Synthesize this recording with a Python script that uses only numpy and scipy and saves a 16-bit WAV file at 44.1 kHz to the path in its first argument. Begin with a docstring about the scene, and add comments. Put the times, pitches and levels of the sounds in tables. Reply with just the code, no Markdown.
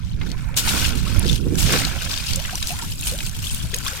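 """Wind eddies buffet two microphone ports from the outset. Near 0.6 s a slatted bamboo fish trap is
plunged into shallow water: spray hisses through the slats and the churned water rings with bubbles.
Trapped air breaks free in low glugs around the second plunge, near 1.6 s. From about 2 s the trap is
lifted to drain: falling drops patter and splat on the pond, and the large bubbles they leave plink."""
import sys
import numpy as np
from scipy import signal
from scipy.fft import rfft, irfft, next_fast_len
from scipy.io import wavfile
from scipy.ndimage import map_coordinates

SR = 44100
rng = np.random.default_rng(int(sys.argv[2]) if len(sys.argv) > 2 else 0)


def unload_audio(sound):
    """Save the sound as a 16-bit wav file, at the path given as the first command line argument."""
    columns = np.transpose(np.atleast_2d(sound))
    # keep every value between -1 and 1, then stretch to whole-number steps
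    steps = np.round(np.clip(columns, -1, 1) * 32767)
    wavfile.write(sys.argv[1], SR, steps.astype(np.int16))


N = 176400


def spray():
    """Superposition: impacts and tiny bubbles, separate in a trickle, merge into hiss in a plunge."""
    # spray and falling water: time_s, level_db
    flow = [(0.19, -48), (0.22, -39.5), (0.555, -51.5), (0.572, -17.5), (0.63, -28.5), (0.69, -24),
            (0.85, -23.5), (0.94, -34), (1.26, -31.5), (1.35, -30), (1.43, -42.5), (1.565, -42.5),
            (1.584, -24.5), (1.64, -25), (1.74, -21), (1.94, -30.5), (2.3, -29.5), (2.41, -33.5),
            (2.75, -33), (2.97, -38.5), (3.07, -31.5), (3.33, -37.5), (3.59, -32), (3.67, -38), (3.9, -31),
            (4, -33.5)]
    # treble fizz relative to the spray: time_s, level_db
    treble = [(0.25, -11), (0.58, -1.5), (0.8, -5.5), (1.3, -9.5), (1.6, -0.5), (1.66, -7.5), (1.86, -8),
              (2.3, -7.5), (3.05, -1.5), (3.9, -4.5)]
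    # spectrum of the spray: frequency_hz, gain_db
    spray_colour = [(1200, -26), (1950, -18.5), (2600, 2), (4600, 1), (6200, -1), (7600, -16), (10000, -90)]
    # spectrum of the fizz: frequency_hz, gain_db
    fizz_colour = [(4500, -8), (6800, -2.5), (8500, -1), (10500, -6), (12200, -4), (16000, -11.5)]
    (level_db,), (treble_db,) = curves(flow), curves(treble)
    merge_db, merge_span_db = -21.5, 6
    hiss_share = np.clip(0.05 + 0.5 * np.exp((level_db - merge_db) / merge_span_db), 0, 1)
    impacts = crackle(scatter_db=3.8, burst_s=0.002, count=1900)
    clumps = amp(2.5 * wobble(26))
    pings = bubbles(1955, 7080, cycles=18, rise=0.05, scatter_db=5.3, count=2200, samples=600)
    ticks = bubbles(6510, 15130, cycles=41, rise=0.033, scatter_db=1.5, count=2500, samples=400)
    bands = (pings, spray_colour, level_db - 3), (ticks, fizz_colour, level_db + treble_db)
    out = np.zeros((2, N))
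    for rings, colour, band_db in bands:
        hiss = unit(coloured(rng.standard_normal((2, N)), colour))
        bursts = unit(coloured(impacts * rng.standard_normal((2, N)), colour))
        drops = unit(clumps * (bursts + unit(coloured(rings, colour))))
        out += amp(band_db) * (np.sqrt(hiss_share) * hiss + np.sqrt(1 - hiss_share) * drops)
    return out


def splats():
    """Impact excitation: water hits slats and pond with a crack and a ring; high ones decay soonest."""
    # heavy drops and slaps: start_s, level_db, pitch_hz
    hits = [(0.2137, -27.5, 2080), (0.316, -23.5, 4410), (0.542, -33, 2850), (0.5663, -15, 6270),
            (0.6894, -12, 3790), (.851, -17, 2680), (1.1939, -10.5, 10140), (1.555, -22, 5970),
            (1.724, -12, 7300), (1.8498, -11.5, 3990), (2.14, -21, 3570), (2.1757, -17.5, 3690),
            (2.334, -13.5, 4470), (2.3588, -11, 7340), (2.451, -24.5, 1980), (2.493, -27, 1600),
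            (2.5544, -13.5, 5930), (2.6267, -14, 3830), (2.6718, -15.5, 5970), (2.792, -26.5, 1380),
            (3.0106, -17, 8700), (3.188, -22, 3870), (3.204, -22, 2510), (3.295, -24, 6300),
            (3.5114, -34, 7740), (3.5468, -14.5, 9300), (3.7397, -19, 2530), (3.744, -11, 6470),
            (3.764, -16.5, 9600), (3.786, -17.5, 6900)]
    crack_cycles, ring_cycles = 72, 150  # periods to fall 60 dB
    log_width, attack_s = 0.48, 0.0003
    out, t = np.zeros((2, N)), np.arange(4096) / SR
    bins_hz = np.fft.rfftfreq(len(t), 1 / SR) + 1
    for start_s, level_db, pitch_hz in hits:
        band = np.exp(-.5 * (np.log(bins_hz / pitch_hz) / log_width) ** 2)
        noise = unit(irfft(rfft(rng.standard_normal((2, len(t)))) * band))
        crack = noise * amp(-2 - 60 * t * pitch_hz / crack_cycles)
        ring = np.sin(2 * np.pi * pitch_hz * t) * amp(-4.5 - 60 * t * pitch_hz / ring_cycles)
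        attack = -np.expm1(-t / attack_s)
        add(out, start_s, amp(level_db) * (crack + ring) * attack)
    return out


def churn():
    """Bubble resonance: mid-sized bubbles gurgle over the noisy wash of stirred water."""
    # churned water: time_s, level_db
    stirring = [(0.17, -50.5), (0.23, -43), (0.55, -43.5), (0.69, -28.5), (0.85, -32.5), (1.02, -41.5),
                (1.22, -33.5), (1.42, -51.5), (1.6, -41), (1.735, -24), (1.86, -32.5), (2.2, -40),
                (2.8, -43), (2.96, -52.5), (3.08, -43), (3.35, -47.5), (3.69, -45), (3.87, -37.5)]
    # spectrum of gurgle and wash: frequency_hz, gain_db
    colour = [(250, -26.5), (450, -5), (700, -5), (1100, -0.5), (1500, 5.5), (1900, 0.5), (2500, 4),
              (9000, -94)]
    level_db, = curves(stirring)
    cloud = bubbles(494.3, 2235, cycles=10, rise=0.08, scatter_db=3.4, count=750, samples=2400)
    gurgle = unit(coloured(cloud, colour))
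    noise = rng.standard_normal(N) + .5 * rng.standard_normal((2, N))  # mostly common to both ports
    wash = unit(coloured(noise * crackle(scatter_db=1.0, burst_s=0.0023, count=1400), colour))
    wash_db = 3.0 + 0.11 * (level_db - level_db.mean())
    return amp(level_db - 0.5) * unit(gurgle + amp(wash_db) * wash)


def glugs():
    """Resonance falls with size: air caught by the moving trap breaks free as big, low bubbles."""
    # releases of air: centre_s, level_db
    releases = [(1.255, -31), (1.325, -31), (1.47, -28), (1.518, -28), (1.695, -25), (1.748, -20.5)]
    envelope = sum(amp(db) * swell(centre_s, width_s=0.013) for centre_s, db in releases)
    return envelope * bubbles(252, 492, cycles=10.2, rise=0.054, scatter_db=-0.5, count=900, samples=2400)


def plinks():
    """A large bubble's resonance slides unsteadily upward as it nears the surface."""
    # bubbles left by drops: start_s, pitch_hz, level_db, life_s
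    large_bubbles = [(2.37, 520, -33, .05), (2.528, 740, -30, .03), (2.702, 660, -31, .05),
                     (2.822, 880, -32, .028), (3.12, 490, -29.5, .042), (3.73, 410, -35, .05),
                     (3.864, 980, -24, .012)]
    rise, waver, attack_s = 0.51, 0.06, 0.0013  # rise over one life and waver are shares of the pitch
    out, t = np.zeros((2, N)), np.arange(N) / SR
    for start_s, pitch_hz, level_db, life_s in large_bubbles:
        age = t / life_s
        glide_hz = pitch_hz * (1 + rise * np.minimum(age, 1.3) ** 2 + waver * wobble(300))
        attack = -np.expm1(-t / attack_s)
        envelope = amp(level_db - 15 * age ** 2 + 2 * wobble(200)) * attack
        add(out, start_s, envelope * np.sin(2 * np.pi * np.cumsum(glide_hz) / SR))
    return out


def wind():
    """Turbulent pressure: eddies hit each port separately, a deep rumble under a lumpy flutter."""
    # rumble on the ports: time_s, level_db, left_minus_right_db
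    breeze = [(0, -27.5, -7.5), (.55, -30.5, -12), (.8, -24.5, -14), (1.75, -25.5, -16), (2.05, -32.5, -12),
              (2.9, -33, -1), (3.35, -33.5, -6.5), (3.8, -30.5, 8.5), (4, -44.5, 7)]
    # upper flutter: time_s, level_db
    flutter_levels = [(0.15, -50.5), (0.22, -30.5), (0.5, -50), (0.75, -32), (1.08, -36.5), (1.25, -30.5),
                      (1.41, -32), (1.5, -29.5), (1.74, -27.5), (2.0, -44.5), (4, -52)]
    # single buffets: centre_s, boost_db
    gusts = [(0.138, 6.5), (1.186, 8), (1.327, 10.5), (1.475, 9.5), (1.663, 15), (2.325, 7), (3.539, 13.5),
             (3.646, 10.5)]
    # spectrum of the rumble: frequency_hz, gain_db
    rumble_colour = [(25, 0.5), (85, -0.5), (160, -7), (240, -18), (3000, -110)]
    # spectrum of the flutter: frequency_hz, gain_db
    flutter_colour = [(90, -16), (170, 1.5), (270, -2), (430, -11.5), (5000, -110)]
    rumble_db, lean_db = curves(breeze)
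    flutter_db, = curves(flutter_levels)
    gust_db = sum(db * swell(centre_s, width_s=0.012) for centre_s, db in gusts)
    pan = amp(np.array([lean_db, -lean_db]) / 2)
    pan *= np.sqrt(2 / np.sum(pan ** 2, 0))  # constant power
    rumble = unit(coloured(rng.standard_normal((2, N)), rumble_colour) * amp(2.2 * wobble(25.17)))
    flutter = unit(coloured(rng.standard_normal((2, N)), flutter_colour) * amp(4.6 * wobble(27.92)))
    rumble *= amp(rumble_db + gust_db + 1.66)
    flutter *= amp(flutter_db + 0.57 * gust_db - 0.5)
    return pan * (rumble + flutter)


def bubbles(low_hz, high_hz, cycles, rise, scatter_db, count, samples):
    """Damped oscillators: a cloud of bubbles rings and rises in pitch, each from its own direction."""
    pitch_draw, gain_draw, onset_draw = rng.random((count, 3)).T[..., None]
    life_draw, delay_draw, pan_draw = rng.standard_normal((count, 3)).T[..., None]
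    pitch_hz = low_hz * (high_hz / low_hz) ** pitch_draw
    life_s = np.minimum(cycles * np.exp(.5 * life_draw) / pitch_hz, samples / SR / 2)
    gain = amp(-scatter_db * np.log(gain_draw + .02))
    index = (onset_draw * N).astype(int) + np.arange(samples)
    spread_s = 0.000114  # scatter of arrival times between the ports
    pair = []
    for side in (-1, 1):
        t = np.maximum(np.arange(samples) / SR - spread_s * (2 + side * delay_draw / 2), 0)
        age = t / life_s
        envelope = gain * amp(side * 2.0 * pan_draw) * np.exp(-2 * age)
        ring = envelope * np.sin(2 * np.pi * pitch_hz * t * (1 + rise * age / 2))
        pair.append(np.bincount(index.ravel(), ring.ravel())[:N])
    return unit(np.array(pair))


def crackle(scatter_db, burst_s, count):
    """Incoherent addition: the envelope of bursting drops, whose decaying powers sum."""
    onset_draw, gain_draw = rng.random((count, 2)).T
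    gain = amp(-scatter_db * np.log(gain_draw + .015))
    power = np.bincount((onset_draw * N).astype(int), gain ** 2, N)
    decay = np.exp(-1 / (burst_s * SR))
    return np.sqrt(signal.lfilter([1], [1, -decay], power))


def ports(water):
    """Frequency response: each port gives the water its own colour and phase."""
    # balance of the ports: frequency_hz, left_minus_right_db
    balance = [(400, 5.5), (750, -2.5), (1700, -2.5), (2400, -1.5), (3200, 12.5), (6200, 2.5), (9600, -1),
               (11500, -6.5), (15000, -1.5)]
    # phase between the ports: frequency_hz, left_lead_rad
    phase = [(1000, 0.25), (1200, 2.5), (1450, -0.95), (2000, -1.74), (2700, 0.6)]
    centre_db = lambda db: 10 * np.log10((amp(db) + amp(-db)) / 2)
    left = coloured(water[0], [(hz, db / 2 - centre_db(db)) for hz, db in balance])
    right = coloured(water[1], [(hz, -db / 2 - centre_db(db)) for hz, db in balance])
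    lead_rad = along(phase, np.fft.rfftfreq(N, 1 / SR))
    left = irfft(rfft(left) * np.exp(1j * lead_rad), N)
    return np.array([left, right])


def coloured(x, points):
    """Minimum-phase filter through (frequency_hz, gain_db) points."""
    size = 2 * next_fast_len(N // 2 + 8192)
    gain = amp(along(points, np.fft.rfftfreq(size, 1 / SR)))
    cepstrum = irfft(np.log(gain), size)
    cepstrum[1:size // 2] *= 2  # folding onto positive time makes the filter causal
    cepstrum[size // 2 + 1:] = 0
    return irfft(rfft(x, size) * np.exp(rfft(cepstrum)), size)[..., :N]


def amp(db):
    """Decibels to gain."""
    return 10 ** (np.asarray(db) / 20)


def unit(x):
    """Scale a stereo pair so that its centre has rms 1."""
    return x / np.sqrt(np.mean(x.mean(0) ** 2) + 1e-20)


def along(points, hz):
    """Interpolate (frequency_hz, value) points on a log axis."""
    knots_hz, values = np.transpose(points)
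    return np.interp(np.log(hz + 1), np.log(knots_hz + 1), values)


def curves(rows):
    """One value per sample for each column after the time."""
    time_s, *columns = np.transpose(rows)
    return [np.interp(np.arange(N) / SR, time_s, column) for column in columns]


def wobble(knots_per_s):
    """A smooth random curve."""
    return map_coordinates(rng.standard_normal(2048), [np.arange(N) * knots_per_s / SR], mode="mirror")


def swell(centre_s, width_s):
    """A Gaussian rise and fall."""
    return np.exp(-.5 * ((np.arange(N) / SR - centre_s) / width_s) ** 2)


def add(track, start_s, sound):
    """Mix a sound into the track."""
    part = track[:, round(start_s * SR):][:, :sound.shape[-1]]
    part += sound[..., :part.shape[1]]


def scene():
    """Superposition: the water, heard through the ports, adds to the wind upon them."""
    water = spray() + churn() + glugs() + plinks() + splats()
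    return ports(water) + wind()


def record(dry):
    """Soft saturation rounds off the hardest buffets; a band limit removes the top treble."""
    ceiling, top_hz = .85, 16000
    rounded = dry / (1 + (dry / ceiling) ** 6) ** (1 / 6)
    size = next_fast_len(N + 8192)
    passband = np.fft.rfftfreq(size, 1 / SR) < top_hz
    return irfft(rfft(rounded, size) * passband, size)[:, :N]


dry = scene()
out = record(dry)
unload_audio(out)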